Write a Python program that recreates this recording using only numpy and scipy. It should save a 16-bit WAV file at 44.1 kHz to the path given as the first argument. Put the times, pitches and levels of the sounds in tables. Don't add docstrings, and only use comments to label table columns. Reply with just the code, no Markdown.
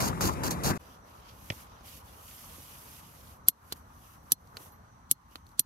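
import sys
import numpy as np
from scipy import signal
from scipy.fft import rfft, irfft, next_fast_len
from scipy.io import wavfile
from scipy.ndimage import uniform_filter1d, map_coordinates

SR = 44100
rng = np.random.default_rng(int(sys.argv[2]) if len(sys.argv) > 2 else 0)


def inscribe(sig):
    pcm = np.round(np.clip(np.atleast_2d(sig).T, -1, 1) * 32767)
    wavfile.write(sys.argv[1], SR, pcm.astype(np.int16))


def gain_from_decibels(decibels):
    exponent = np.asarray(decibels, float) / 20
    return 10 ** exponent


N = 249165
T = np.arange(N) / SR
CUT_S = .777

# (time [s], hold [s], scrape level [dB], push level [dB])
STROKES = [
    (0.004, 0.08, -31, -29),
    (0.211, 0.073, -29.5, -27.5),
    (.3, 0.038, -48, -37),
    (0.436, 0.045, -34, -29),
    (0.509, 0.0054, -30, -32.5),
    (0.637, 0.075, -32, -28),
    (0.758, .01, -52.5, -40),
]
# (rise [dB/s], sag while held [dB/s], fall [dB/s])
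SCRAPE_EDGES = (3400, 72, 750)
CLOTH_EDGES = (2100, 19, 205)
BOOM_EDGES = (1100, 26, 410)
# (time [s], hold [s], swish level [dB], fold level [dB], rise [dB/s])
SWISHES = [(0.816, 0.13, -68, -67.5, 90), (1.074, 0.13, -69, -70, 310), (1.283, 0.026, -67, -62, 112),
           (1.5, 0.12, -57.5, -62.5, 62), (1.68, 0.19, -74.5, -69.5, 200), (1.865, 0.11, -55.5, -60, 420),
           (2.064, .14, -63.5, -66.5, 240), (2.286, .71, -55, -61.5, 68), (3.025, .31, -62, -67.5, 210),
           (3.7, 0.014, -63.5, -70, 112.5), (3.765, 0.0054, -63, -70, 520), (4.039, .11, -65, -71, 68),
           (4.277, .03, -70, -81, 88), (4.406, 0.17, -74, -81, 210), (4.604, 0.059, -58.5, -67, 221),
           (5.323, 0.037, -69, -73, 300), (5.476, 0.053, -76, -85, 310)]
# (time [s], level [dB])
BREEZE = [(.8, 0.5), (1.4, 0.1), (2.1, -0.15), (2.7, -0.36), (3.4, -0.56), (4.1, -1.5), (4.6, 0.05),
          (5.1, -3), (5.65, -3.5)]

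# (time [s], peak level [dB], late thump level [dB], tilt of the lower half [dB])
SLAPS = [
    (0.2082, -14.5, -40, -6),
    (0.6434, -28, -45, 1),
    (1.8085, -41, -63, 4),
]
KNOCKS = [
    (1.501, -17, -36.5, -0.7),
    (1.5204, -33.5, -50, -0.7),
]
TICKS = [(2.579, -54, -58, -0.85), (3.723, -15, -70, -4.7), (3.734, -51, -64, -0.64), (4.569, -25, -71, 4),
         (4.602, -50, -59, -0.7), (5.356, -28.5, -66, 4), (4.473, -49.5, -74.5, -17),
         (5.311, -52, -66, -13), (5.466, -50.5, -71, -17), (5.49, -51.5, -70, -11),
         (5.516, -54, -71.5, -17)]
SNAPS = [
    (3.484, 0.5, -45, -3.5),
    (4.3191, -0.5, -42.5, -2.5),
    (5.1119, -2, -43.5, -3.5),
    (5.5934, -2, -44, -3),
]
TAPS = [
    (4.719, -49, -73, -0.7),
]

# (frequency [Hz], density [dB per Hz])
SCRAPE = [(1470, -34), (2500, -8.5), (3480, -6.5), (4660, 0), (5550, -2.5), (6550, 1.5), (8910, -8.5),
          (12100, -1), (15500, -13), (16100, -14), (16500, -43.5)]
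CLOTH = [(260, -22.5), (450, -5), (707, -7), (964, -5), (1090, -6), (2540, -21.5), (3000, -30), (3900, -25),
         (6600, -120)]
BOOM = [(15, -52.5), (25, -28), (71, 1.5), (112, -2.5), (163, 1), (305, -7), (339, -4.5), (600, -26.5),
        (780, -26), (1320, -120)]
SNOW = [(1470, -37.5), (2500, -12), (5640, 2), (6760, 2), (7670, 1), (12100, 0.5), (15400, -13),
        (16500, -38.5)]
# (frequency [Hz], density [dB per Hz])
SLEEVE = [(3530, -36), (6000, -7), (8420, -9.5), (9280, -5), (12900, 0), (15700, -16.5), (16300, -21.5),
          (16500, -53)]
FOLD = [(1060, -37), (1800, -1), (2970, 4), (4030, -1), (5090, 0), (6390, -4.5), (7000, -10), (9100, -29.5),
        (15400, -120)]
RUMBLE = [(13, -48), (22, -26.5), (42, -7.5), (70, 1), (129, -5), (244, -10), (350, -20.5), (460, -47),
          (770, -120)]
MURMUR = [(140, -28), (230, -6), (297, -8), (447, -1.5), (494, -1.5), (760, -1.5), (990, -38), (1670, -120)]
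AIR = [(420, -26), (720, -10.5), (802, 0), (947, 2), (1020, 3), (1220, 1), (1840, -10.5), (1920, -11),
       (2600, -23), (3380, -40), (5720, -120)]
GAS = [(1500, -26), (2300, -11.5), (3000, -2), (3600, -6), (4100, -2), (5400, -10.5), (5800, 5.5),
       (6200, 4), (6800, -11), (9000, -9), (12000, -10.5), (14600, -10.5), (16500, -44)]
# (frequency [Hz], density [dB per Hz])
KNOCK = [(410, -23), (900, -12), (1670, -11), (1880, -3), (2560, -2.5), (3970, -11.5), (5280, -17.5),
         (8500, -31), (12000, -32), (15600, -78), (22000, -120)]
TICK = [(410, -9), (700, -13), (1360, -6), (2130, -13.5), (4400, -3), (4950, -12), (9850, -16.5),
        (12700, -12.5), (15700, -26.5), (16500, -42)]
SNAP = [(530, -65), (1000, -32), (2450, -25.5), (3250, -14.5), (4460, -12), (5360, -16.5), (6510, -13),
        (9060, -13), (10500, -8.5), (12000, -1), (13900, -18.5), (15900, -22.5), (16700, -37.5)]
# (frequency [Hz], density [dB per Hz])
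HISS = [(1500, -20.5), (2800, 1), (5000, -0.5), (9000, -5), (13000, -3.5), (15500, -19.5)]

# (frequency [Hz], level [dB], 60 dB decay time [s])
PALM = [(1310, 25, 0.0064), (6200, 18, 0.0053)]
BOX = [(2600, 9, 0.012), (2860, -17, 0.0073), (5670, -8.5, 0.006)]
BUTTON = [(1280, -2, 0.009), (4360, 6, 0.011), (9830, -6.5, 0.01586)]
HAMMER = [(3340, -13, 0.017), (4240, -27.5, 0.12), (4120, -8, .025), (5800, -8.5, 0.038), (7540, -5, 0.017),
          (8500, -11.5, 0.013), (10720, -1, 0.027), (11600, -6, 0.028), (11870, 1, 0.038)]
BURNER = [(4170, 2, 0.2), (5850, -3.5, .15), (11000, -2, .12), (12250, 6, .2)]
# (frequency [Hz], level [dB], 60 dB decay time [s])
SWING = [(98.3, 3, 0.049), (248, 3.5, 0.018), (504, 2.5, 0.02)]
GRIP = [(138, 1, 0.049), (266, 2, 0.046), (500, -6.5, 0.029)]

# (frequency [Hz], share [0-1])
WALL_ALIKE = [(60, 0.07), (150, 0.84), (300, 0.94), (1000, 0.77), (4000, 0.88), (10000, 0)]
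TENT_ALIKE = [(60, 1), (300, 0.96), (1000, 0.54), (4000, 0.34), (10000, 0.81)]
HAND_ALIKE = [(60, 1), (300, 0.99), (1000, 1), (4000, 0.42), (10000, 0.79)]
# (frequency [Hz], left minus right [dB])
WALL_LEAN = [(60, 8), (110, 0.5), (200, 1), (380, 1), (700, 2.5), (1290, 9), (2380, 7.5), (4400, -4),
             (8120, -1), (15000, -2)]
TENT_LEAN = [(60, 2), (110, -1), (200, 0.5), (380, -3), (700, 1), (1290, 1), (2380, 0), (4400, -4.5),
             (8120, -6.5), (15000, 8)]
HAND_LEAN = [(60, -0.5), (110, -6), (200, -2.5), (380, -3), (700, -2), (1290, -14.5), (2380, -2),
             (4400, -1.5), (8120, -2.5), (15000, 0.5)]


def unit(x):
    return x / np.sqrt(np.mean(x ** 2) + 1e-20)


def along(points, hz):
    f, v = np.transpose(points)
    return np.interp(np.log(hz + 1), np.log(f + 1), v)


def wobble(rate):
    knots = rng.standard_normal(int(N * rate / SR) + 4)
    return map_coordinates(knots, [T * rate])


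def filtered(x, response):
    size = next_fast_len(N + 8192)
    return irfft(rfft(x, size) * response(np.fft.rfftfreq(size, 1 / SR)), size)[..., :N]


def causal(spectrum):
    level_db = along(spectrum, np.fft.rfftfreq(2048, 1 / SR))
    cepstrum = irfft(np.log(gain_from_decibels(np.maximum(level_db, -60))))
    cepstrum[1:1024] *= 2
    cepstrum[1025:] = 0
    pulse = irfft(np.exp(rfft(cepstrum)))[:512]
    return pulse / np.linalg.norm(pulse)


def rush(spectrum, patchy_db, grain_db=0, grain_hz=300):
    z = signal.stft(rng.standard_normal((3, N)), nperseg=512)[2]
    field = uniform_filter1d(rng.standard_normal(z.shape[1:]), size=6, axis=0)
    field = uniform_filter1d(field, size=8, axis=1)
    patchy = signal.istft(z * gain_from_decibels(patchy_db * unit(field)), nperseg=512)[1][:, :N]
    lumpy = patchy * gain_from_decibels(grain_db * wobble(grain_hz))
    return unit(filtered(lumpy, lambda hz: gain_from_decibels(along(spectrum, hz))))


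def swells(starts, holds, levels_db, rises, sag, fall, rest_db=-110):
    out = np.full(N, float(rest_db))
    for start, hold, db, rise in np.broadcast(starts, holds, levels_db, rises):
        since = T - start
        onset = rise * np.minimum(since, 0)
        held = sag * np.clip(since, 0, hold)
        release = fall * np.maximum(since - hold, 0)
        out = np.maximum(out, db + onset - held - release)
    return out


def hits(events, colour, crack_t60, tail_t60, tail_db, creak_db, bounce_hz, thumps, modes):
    out = np.zeros((3, N + SR))
    t = np.arange(-882, SR // 6) / SR
    after = np.maximum(t, 0)
    late = np.maximum(t - .0015, 0)
    dull = signal.butter(2, 7000, fs=SR, output="sos")
    pulse = causal(colour)[None]
    for s, db, thump_db, low_db in events:
        rate_hz = bounce_hz * rng.uniform(.85, 1.15)
        chop = .62 + .38 * np.cos(2 * np.pi * rate_hz * (t - .0003))
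        shape = chop ** 2 * gain_from_decibels(-60 * after / crack_t60) + gain_from_decibels(tail_db - 60 * after / tail_t60)
        shape = np.where(t < 0, gain_from_decibels(creak_db + 60 * t / 0.048), shape)
        noise = shape * rng.standard_normal((3, len(t)))
        crack = signal.fftconvolve(noise, pulse, axes=1)[:, :len(t)]
        for hz, level_db, t60 in modes:
            turn = 2 * np.pi * hz * rng.normal(1, .008) * t + rng.uniform(0, 2 * np.pi, (3, 1))
            ring_db = level_db - 9 + rng.normal(0, 2) - 60 * after / t60
            crack += (t > 0) * gain_from_decibels(ring_db) * np.sin(turn)
        low = signal.sosfilt(dull, crack)
        crack = np.where(t < 0, low, crack + (gain_from_decibels(low_db) - 1) * low)
        blow = 3 * np.std(crack[0, (t > 0) & (t < crack_t60 / 6)])
        sag = late + 0.0027 * (1 - np.exp(-late / 0.0018))
        thump = sum(gain_from_decibels(level_db - 60 * late / t60) * np.sin(2 * np.pi * hz * sag)
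                    for hz, level_db, t60 in thumps)
        thump *= gain_from_decibels(thump_db + 10) * (1 - np.exp(-late / 0.0012))
        out[:, round(s * SR) - 850:][:, :len(t)] += gain_from_decibels(db - 2.0) * crack / blow + thump
    return out[:, :N]


def ports(three, lean, alike, lag, until_hz):
    size = next_fast_len(N + 8192)
    hz = np.fft.rfftfreq(size, 1 / SR)
    turn = np.pi * np.minimum(hz, until_hz) * lag / SR
    share = np.clip(along(alike, hz), 0, 1)
    one, *own = rfft(three, size)
    shared = share * one * np.exp([-1j * turn, 1j * turn])
    both = shared + np.sqrt(1 - share ** 2) * np.array(own)
    return irfft(both * gain_from_decibels(np.outer([.5, -.5], along(lean, hz))), size)[:, :N]


def sweeping():
    s, hold, db, push_db = np.transpose(STROKES)
    scrape_db = swells(s, hold, db, *SCRAPE_EDGES) + 1.5 * wobble(70)
    cloth_db = swells(s, hold, (db + push_db) / 2 - 2, *CLOTH_EDGES, rest_db=-41)
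    boom_db = swells(s + 0.018, hold, push_db, *BOOM_EDGES, rest_db=-36)
    scrape = gain_from_decibels(scrape_db) * rush(SCRAPE, patchy_db=1.0, grain_db=2.0, grain_hz=436.0)
    cloth = gain_from_decibels(cloth_db) * rush(CLOTH, patchy_db=2.5, grain_db=1.5, grain_hz=149.1)
    boom = gain_from_decibels(boom_db) * rush(BOOM, patchy_db=0.5, grain_db=0.5, grain_hz=60)
    snow = gain_from_decibels(-55) * rush(SNOW, patchy_db=-0.5)
    return ports(scrape + cloth + boom + snow, WALL_LEAN, WALL_ALIKE, lag=-19, until_hz=11500)


def slapping():
    slap = hits(SLAPS, TICK, crack_t60=0.0069, tail_t60=0.02, tail_db=-29, creak_db=-40,
                bounce_hz=300, thumps=SWING, modes=PALM)
    return slap[0]


def sleeves():
    s, hold, swish_db, crease_db, rise = np.transpose(SWISHES)
    sleeve_db = swells(s, hold, swish_db, rise, sag=3, fall=260) + 3.0
    fold_db = swells(s, hold, crease_db, rise, sag=3, fall=290) + 4.0
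    sleeve = gain_from_decibels(sleeve_db) * rush(SLEEVE, patchy_db=0.4, grain_db=1.0, grain_hz=264.0)
    fold = gain_from_decibels(fold_db) * rush(FOLD, patchy_db=-1.5, grain_db=1.5, grain_hz=122.7)
    return sleeve + fold


def breeze_and_gas():
    breeze_db = np.interp(T, *np.transpose(BREEZE))
    rumble = gain_from_decibels(-56 + breeze_db) * rush(RUMBLE, patchy_db=-0.9, grain_db=1.0, grain_hz=17)
    canvas = gain_from_decibels(-62.5 + 3.3 * breeze_db) * rush(MURMUR, patchy_db=1.0, grain_db=-0.5, grain_hz=23.8)
    air = gain_from_decibels(-57.5 + 1.2 * breeze_db) * rush(AIR, patchy_db=1.5, grain_db=-1.0, grain_hz=41.9)
    gas = gain_from_decibels(-72.5 + breeze_db) * rush(GAS, patchy_db=2.2)
    return rumble + canvas + air + gas


def tent():
    return ports(sleeves() + breeze_and_gas(), TENT_LEAN, TENT_ALIKE, lag=16.63, until_hz=5860)


def knocking_and_tapping():
    knock = hits(KNOCKS, KNOCK, crack_t60=0.025, tail_t60=0.048, tail_db=-17, creak_db=-48,
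                 bounce_hz=400, thumps=SWING, modes=BOX)
    tap = hits(TAPS, SNAP, crack_t60=0.008, tail_t60=0.05, tail_db=-17, creak_db=-40,
               bounce_hz=500, thumps=SWING, modes=BURNER)
    return ports(knock + tap, TENT_LEAN, HAND_ALIKE, lag=17, until_hz=5660)


def lighter():
    tick = hits(TICKS, TICK, crack_t60=0.022, tail_t60=0.038, tail_db=-21.5, creak_db=-27,
                bounce_hz=543, thumps=GRIP[1:], modes=BUTTON)
    snap = hits(SNAPS, SNAP, crack_t60=.033, tail_t60=.07, tail_db=-38, creak_db=-29,
                bounce_hz=780, thumps=GRIP, modes=HAMMER)
    return ports(tick + snap, HAND_LEAN, HAND_ALIKE, lag=17, until_hz=5570)


def scene():
    fade = np.clip((T - CUT_S - .012) / .012, .06, 1)
    place = np.where(T < CUT_S, sweeping(), fade * tent())
    return place + slapping() + knocking_and_tapping() + lighter()


def low_pass(x):
    return signal.sosfilt(signal.butter(12, 16830, fs=SR, output="sos"), x)


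def record(dry):
    duck_from_db, duck_db, recover_s = -14.5, -8, .07
    over_db = np.maximum(20 * np.log10(np.abs(dry).max(0) + 1e-9) - duck_from_db, 0)
    recent_db = uniform_filter1d(over_db, size=441, origin=220)
    push = signal.lfilter([1], [1, -np.exp(-1 / (recover_s * SR))], recent_db)
    ducked = dry * gain_from_decibels(duck_db * np.tanh(push / 270))
    clipped = ducked / (1 + np.abs(ducked / .9) ** 6) ** (1 / 6)

    hiss = unit(filtered(rng.standard_normal((2, N)), lambda hz: gain_from_decibels(along(HISS, hz))))
    hissing = clipped + gain_from_decibels(-77.5) * hiss
    top_hz, top_db = [15750, 15900, 16550, 16850], [0, -18, -18, -60]
    left, right = filtered(hissing, lambda hz: gain_from_decibels(np.interp(hz, top_hz, top_db)))

    middle, wide = (left + right) / 2, (left - right) / 2
    side = filtered(wide, lambda hz: np.clip((11850 - hz) / 300, 0, 1))
    peak = np.clip(40 * uniform_filter1d(over_db, size=882), 0, .3)
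    side += peak * (wide - side)
    return low_pass(np.array([middle + side, middle - side]))


dry = scene()
out = record(dry)
inscribe(out)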